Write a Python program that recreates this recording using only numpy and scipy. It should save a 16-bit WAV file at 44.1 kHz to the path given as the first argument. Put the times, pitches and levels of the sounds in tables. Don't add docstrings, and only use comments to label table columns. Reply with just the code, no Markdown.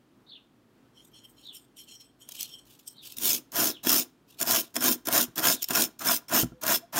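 import sys
import numpy as np
from scipy import signal
from scipy.fft import rfft, irfft, next_fast_len
from scipy.io import wavfile
from scipy.ndimage import map_coordinates

SR = 44100
rng = np.random.default_rng(int(sys.argv[2]) if len(sys.argv) > 2 else 0)


def wav_record(signal):
    frames = np.transpose(np.atleast_2d(signal))
    bounded = np.clip(frames, -1, 1)
    quanta = np.round(bounded * 32767).astype(np.int16)
    wavfile.write(sys.argv[1], SR, quanta)


N = 308259


def amp(db):
    return 10 ** (np.asarray(db) / 20)


def unit(x):
    return x / np.sqrt(np.mean(x ** 2) + 1e-20)


def along(points, hz):
    point_hz, value = np.transpose(points)
    return np.interp(np.log(hz + 1), np.log(point_hz + 1), value)


def wobble(rate):
    knots = rng.standard_normal(int(N * rate / SR) + 4)
    return map_coordinates(knots, [np.arange(N) * rate / SR])


def filtered(x, response):
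    size = next_fast_len(N + SR // 2)
    return irfft(rfft(x, size) * response(np.fft.rfftfreq(size, 1 / SR)), size)[:N]


def coloured(x, spectrum):
    return filtered(x, lambda hz: unit(amp(along(spectrum, hz))))


def resonate(x, modes):
    def response(hz):
        bank = 0
        for centre, width, db in modes:
            bank = bank + amp(db) * 1j * hz * width / (centre ** 2 - hz ** 2 + 1j * hz * width)
        corner = modes[0][0] * 2 / 3
        bank = bank * hz ** 4 / (hz ** 4 + corner ** 4)
        return bank / np.sqrt(np.mean(np.abs(bank) ** 2))
    return filtered(x, response)


def add(track, s, sound):
    part = track[max(round(s * SR), 0):][:len(sound)]
    part += sound[:len(part)]


def flicks(per_second, clump_db, clump_rate):
    count = rng.poisson(per_second / SR, N)
    hits = np.sqrt(count) * rng.choice([-1, 1], N) * rng.uniform(0.52, 1, N)
    return unit(hits * amp(clump_db * wobble(clump_rate)))


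def shifting(x, depth_db, span_hz, span_s):
    z = signal.stft(x, nperseg=512)[2]
    steps = np.array([SR / 512 / span_hz, 256 / SR / span_s])
    cells = np.indices(z.shape) * steps[:, None, None]
    field = map_coordinates(rng.standard_normal((200, 600)), cells, order=3, mode="mirror")
    return signal.istft(z * unit(amp(depth_db * field)), nperseg=512)[1][:N]


def brush():
    snap, knock = snag_levels(rise=0.00047, t60=0.019, snap_db=4.5, knock_db=4.0)
    tufts = tuft_release(per_second=85, t60=.04, steady=1.3, scatter_db=2.0)
    *_, scratch_db, drag_db, push_db = np.transpose(STROKES)
    scratch = np.maximum(tufts * stroke_level(scratch_db, SCRATCH_LAW), snap)
    drag = np.maximum(tufts ** .5 * stroke_level(drag_db, DRAG_LAW), knock)
    push = np.maximum(stroke_level(push_db, PUSH_LAW), amp(-2.0) * knock)
    moving = wire_hiss(scratch) + steel_ring(scratch) + edge_rasp(drag) + grazes()
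    return block(push) + blade(drag) + shifting(moving, depth_db=3.0, span_hz=169.7, span_s=.035)


# (first touch [s], wait until it bears down [s], length of the sweep [s],
# growth over half the sweep [dB], landing against the sweep [dB],
# relative levels: scratch of the wire tips [dB], drag along the blade [dB], push on the block [dB])
STROKES = [ (3.166, .034, .180, -2, -21.5, -23.3, -43.5, -37.5),
           (3.52, 0.02, 0.17, -1, -27, -22.5, -31.5, -31), (3.830, 0.023, 0.17, -2, -7.5, -20.5, -32, -33),
           (4.387, .073, .160, -2.5, -4, -21.5, -30, -35), (4.740, .064, .141, -2.5, -9, -21, -29.5, -30),
           (5.051, .057, .139, -3, -7, -21, -26.5, -33), (5.356, .053, 0.14, 0, -1.5, -20, -28, -32),
           (5.68, .040, 0.14, -1, -3.5, -22, -30, -32), (5.989, 0.044, 0.14, 0, -7.5, -22, -28, -40),
           (6.282, .026, .121, 2.5, -14, -20.5, -26.5, -30),
           (6.611, 0.027, .130, 6.5, -6.5, -22.5, -28, -39.5),
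           (6.924, 0.017, .140, 0.5, -15.5, -22.5, -25, -33), ]
# (lag of its sweep [s], fall to the ends of the sweep [dB],
# squareness of the arch [exponent], light contact at first [dB], light contact at lift-off [dB],
# fade after lift-off [dB/s], change of the landing [dB])
SCRATCH_LAW = (0.0072, 15, 3.5, -19, -30, 289, -7)
DRAG_LAW = (-0.01, 20.5, 2.5, -24.5, -23, 280.5, 0)
PUSH_LAW = (0.01, 12.5, 2, -23, -20.5, 230, 4.5)


def stroke_level(strengths_db, law):
    lag, edge_db, squareness, touch_db, lift_db, fade_db_per_s, share_db = law
    touch_s = 0.0046
    landing_delay_s, landing_width_s = .033, 0.015
    out, t = np.zeros(N), np.arange(SR // 2) / SR
    for (s, wait, length, growth_db, landing_db, *_), db in zip(STROKES, strengths_db):
        across = np.clip(2 * (t - wait - lag) / length - 1, -2, 2)
        sweep = amp(growth_db * across - edge_db * np.abs(across) ** squareness)
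        landing = amp(landing_db + share_db) * np.exp(-((t - landing_delay_s) / landing_width_s) ** 2)
        lift = wait + length
        contact_db = np.interp(t, [0, lift], [touch_db, lift_db])
        contact = amp(contact_db - fade_db_per_s * np.maximum(t - lift, 0))
        together = np.sqrt(sweep ** 2 + landing ** 2 + contact ** 2)
        add(out, s, amp(db) * np.minimum(t / touch_s, 1) * together)
    return out


def tuft_release(per_second, t60, steady, scatter_db):
    t = np.arange(SR // 20) / SR
    times = np.cumsum(rng.uniform(.5, 1.5, 1000)) / per_second
    power = np.zeros(N)
    for s, db in zip(times, scatter_db * rng.standard_normal(len(times))):
        add(power, s, amp(db - 60 * t / t60) ** 2)
    return unit(np.sqrt(power / power.mean() + steady ** 2))


# (time [s], relative snap level [dB],
# relative level of the knock on the blade [dB])
SNAGS = [(2.289, -34.5, -54), (2.320, -34, -65), (2.408, -26, -57), (2.429, -25, -65), (3.122, -37, -68),
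         (3.168, -34, -60), (3.184, -25, -53), (3.349, -20.5, -50), (3.373, -32, -61), (3.519, -33.5, -63),
         (3.557, -22, -44), (3.713, -29.5, -53), (3.87, -18.5, -21.5), (4.413, -19, -33), (4.421, -24, -39),
         (4.427, -21, -40), (4.402, -27, -39), (4.473, -18.5, -26.5), (4.756, -22.5, -35),
         (4.764, -21, -23), (4.822, -19, -26), (5.071, -22.5, -33), (5.085, -21, -27), (5.126, -20, -34),
         (5.358, -29, -55), (5.38, -20, -37), (5.394, -22.5, -36), (5.623, -25, -46), (5.628, -20.5, -50),
         (5.642, -21, -50), (5.686, -24.5, -50), (5.706, -19, -26), (5.821, -12.5, -46), (5.993, -34, -56),
         (6.059, -18.5, -25.5), (6.164, -23, -48.5), (6.635, -23, -43), (6.665, -17, -30), (6.96, -23, -32)]


def snag_levels(rise, t60, snap_db, knock_db):
    snap, knock, t = np.zeros(N), np.zeros(N), np.arange(SR // 10) / SR
    volley = (1 - np.exp(-t / rise)) * amp(-60 * t / t60)
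    for s, wire_db, blade_db in SNAGS:
        add(snap, s, amp(wire_db + snap_db) * volley)
        add(knock, s, amp(blade_db + knock_db) * volley)
    return snap, knock


# (frequency [Hz], relative level per Hz [dB])
WIRES = [(300, -40), (1500, -30), (2200, -12), (3200, -3), (4400, -6.5), (6300, 0.5), (7900, -9),
         (9600, -2.5), (10800, -7), (13200, 3), (15600, 0.5), (17000, -6.5)]


def wire_hiss(scratch):
    tips = flicks(per_second=10000, clump_db=1.6, clump_rate=450)
    return amp(-1.9) * coloured(scratch * tips, WIRES)


# (frequency [Hz], width [Hz], relative level [dB])
STEEL = [(2700, 710, -3), (3440, 210, -3.5), (5327, 180, 9.5), (6000, 540, -15), (6990, 450, 5),
         (8260, 460, -1), (9420, 250, -1)]


def steel_ring(scratch):
    return amp(-8.8) * resonate(scratch * flicks(per_second=5000, clump_db=4.5, clump_rate=340), STEEL)


# (frequency [Hz], width [Hz], relative level [dB])
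BLADE = [(665.6, 71, 4.5), (993, 92, -2), (1405, 48, -1), (1602, 88, -4.5), (2400, 190, -19.5)]


def blade(drag):
    return amp(-2.6) * resonate(drag * flicks(per_second=3000, clump_db=3.5, clump_rate=300), BLADE)


# (frequency [Hz], relative level per Hz [dB])
RASP = [(30, -34.5), (70, -13), (130, -3.5), (300, -0.5), (450, -18.5), (800, -2), (1500, 2), (2100, -9),
        (3500, -28.5), (7000, -29)]


def edge_rasp(drag):
    return amp(-5.4) * coloured(drag * flicks(per_second=4000, clump_db=1.0, clump_rate=240), RASP)


# (frequency [Hz], width [Hz], relative level [dB])
BLOCK = [(134, 71, -14), (249.5, 28, 4.5), (309.4, 29, 2), (344.4, 13, -10)]


def block(push):
    return amp(-1.5) * resonate(push * flicks(per_second=3000, clump_db=2, clump_rate=150), BLOCK)


# (time [s], length [s], level [dB])
GRAZES = [(2.285, 0.21, -46), (2.375, .07, -41), (2.66, 0.11, -54.5), (2.77, 0.059, -58), (3.03, .10, -43),
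          (4.28, 0.065, -59), (4.388, .02, -39), (4.63, 0.029, -48.5), (5.57, .04, -53), (5.615, .035, -39)]
# (frequency [Hz], relative level per Hz [dB])
LOOSE_WIRES = [(1000, -13), (2050, -14.5), (2550, 2.5), (3400, 5), (4600, 2), (6500, 1), (8300, 0),
               (10500, -2.5), (14000, 2), (16000, -4)]


def grazes():
    grazing = touch_level(GRAZES, edge_db=7.5, fade_db_per_s=261.5)
    return coloured(grazing * flicks(per_second=6000, clump_db=4.0, clump_rate=150), LOOSE_WIRES)


def touch_level(touches, edge_db, fade_db_per_s):
    onset_db_per_s = 1200
    power, t = np.zeros(N), np.arange(-SR // 20, SR // 3) / SR
    for s, length, db in touches:
        arch = edge_db * np.clip(2 * t / length - 1, -1, 1) ** 2
        ends = onset_db_per_s * np.maximum(-t, 0) + fade_db_per_s * np.maximum(t - length, 0)
        add(power, s + t[0], amp(db - arch - ends) ** 2)
    return np.sqrt(power)


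# (time [s], length [s], relative ring level [dB], relative rub level [dB])
SLIDES = [(0.948, .09, -62, -86), (1.047, 0.011, -68, -55), (1.137, 0.06, -54, -72),
          (1.237, 0.023, -58.5, -65), (1.282, 0.052, -76, -65.5), (1.37, 0.12, -61.5, -67),
          (1.535, .052, -56.5, -50.5), (1.777, 0.038, -48, -48), (1.874, 0.091, -51.5, -63),
          (2.001, 0.024, -52, -64), (2.205, 0.032, -56, -60), (2.36, .11, -47, -70),
          (2.516, 0.031, -50.5, -61), (2.586, 0.014, -53, -76), (2.87, 0.023, -50, -45)]
# (frequency [Hz], width [Hz], relative level [dB])
RUBBED = [(3163, 110, 2.5), (4170, 130, -10.5), (5460, 180, -5), (6730, 230, -15), (8000, 100, -8),
          (10940, 240, -17), (13000, 530, -36.5)]
# (frequency [Hz], relative level per Hz [dB])
SKIN = [(2000, -47), (3100, 1), (4200, -7), (6700, -5.5), (8500, 6.5), (10000, -11.5), (12000, 2),
        (14500, -5), (16000, -9)]


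def fingers():
    s, length, ring_db, rub_db = np.transpose(SLIDES)
    ringing = touch_level(zip(s, length, ring_db), edge_db=7.5, fade_db_per_s=254)
    rubbing = touch_level(zip(s, length, rub_db), edge_db=7.5, fade_db_per_s=254)
    ring = resonate(ringing * flicks(per_second=12000, clump_db=2.5, clump_rate=62), RUBBED)
    rub = coloured(rubbing * flicks(per_second=14000, clump_db=4.0, clump_rate=130), SKIN)
    slide = amp(3.0) * ring + amp(2.6) * rub
    return shifting(slide, depth_db=4.5, span_hz=450, span_s=.045)


# (time [s], level [dB])
BUMPS = [(3.174, -44), (5.285, -40), (6.433, -18), (6.52, -37)]
# (frequency [Hz], relative level [dB], t60 [s])
BENCH = [(58, -15.5, 0.18), (130.3, -5.5, 0.11), (172, -4.5, 0.081), (244.5, -2, .09), (317.4, -7, 0.094),
         (684, -11, 0.035), (1376, -10, 0.028)]


def bumps():
    out, t = np.zeros(N), np.arange(SR // 3) / SR
    thud = sum(amp(db - 60 * t / t60) * np.sin(2 * np.pi * hz * t) for hz, db, t60 in BENCH)
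    thud = thud * (1 - np.exp(-t / 0.0014))
    for s, db in BUMPS:
        add(out, s, amp(db) * thud)
    return out


# (time [s], length [s], pitch [Hz], level [dB])
HUMS = [(6.49, 0.15, 505, -57.5), (6.816, 0.05, 682, -47.5)]


def hums():
    out = np.zeros(N)
    for s, length, hz, db in HUMS:
        t = np.arange(round(length * SR)) / SR
        swell = np.sin(np.pi * t / length) ** 2
        add(out, s, amp(db) * swell * np.sin(2 * np.pi * hz * t))
    return out


# (time [s], relative level [dB])
CHIRPS = [(0.265, -47), (1.423, -46.5), (2.949, -50), (3.672, -47.5), (5.528, -51)]
# (time after its start [s], pitch of the lower voice [Hz], relative level [dB])
CHIRP = [(0, 3700, -19.5), (.028, 3950, -7), (.04, 3900, 0), (.07, 3550, -2), (.1, 3050, -2.5),
         (.125, 2780, -15), (.15, 2700, -41)]


def bird(waver_hz, flutter_db, upper_ratio, upper_db):
    out, t = np.zeros(N), np.arange(SR // 6) / SR
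    times, pitch_hz, shape_db = np.transpose(CHIRP)
    pitch, shape = np.interp(t, times, pitch_hz), np.interp(t, times, shape_db)
    for ratio, voice_db in [(1, 0), (upper_ratio, upper_db)]:
        waver, flutter = waver_hz * wobble(900), flutter_db * wobble(250)
        for s, db in CHIRPS:
            start = round(s * SR)
            now = slice(start, start + len(t))
            phase = 2 * np.pi * np.cumsum(ratio * pitch + waver[now]) / SR
            add(out, s, amp(db + voice_db + shape + flutter[now]) * np.sin(phase))
    return out


# (frequency [Hz], t60 [s])
ROOM = [(150, 0.28), (1000, 0.39), (5000, 0.28), (15000, .16)]


def room(x):
    hz, t, z = signal.stft(rng.standard_normal(SR // 2), SR, nperseg=256)
    decay = amp(-60 * t / along(ROOM, hz)[:, None])
    tail = signal.istft(z * decay, SR, nperseg=256)[1]
    delayed = np.pad(tail, (SR // 200, 0))
    return signal.fftconvolve(x, delayed / np.linalg.norm(tail))[:N]


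# (frequency [Hz], relative level per Hz [dB])
AIR = [(25, -40.5), (50, -3.5), (76, -20.5), (115, -3.5), (180, -7.5), (270, -1.5), (560, -15.5),
       (1260, -19), (2100, -25.5), (3200, -27), (6200, -34), (10000, -37.5), (16000, -37.5)]


def room_air():
    return amp(-63 + 0.84 * wobble(10)) * coloured(rng.standard_normal(N), AIR)


def scene():
    near = brush() + fingers() + bumps() + hums()
    far = bird(waver_hz=180, flutter_db=4.5, upper_ratio=1.13, upper_db=-7.5)
    tail = room(amp(-24.5) * near + amp(-11.5) * far)
    return (near + far + tail + room_air())[None]


def record(dry):
    bass_hz, top_hz = 36, 15800

    def response(hz):
        bass_cut = hz ** 4 / (hz ** 4 + bass_hz ** 4)
        return bass_cut / np.sqrt(1 + (hz / top_hz) ** 400)
    return filtered(dry[0], response)[None]


dry = scene()
out = record(dry)
wav_record(out)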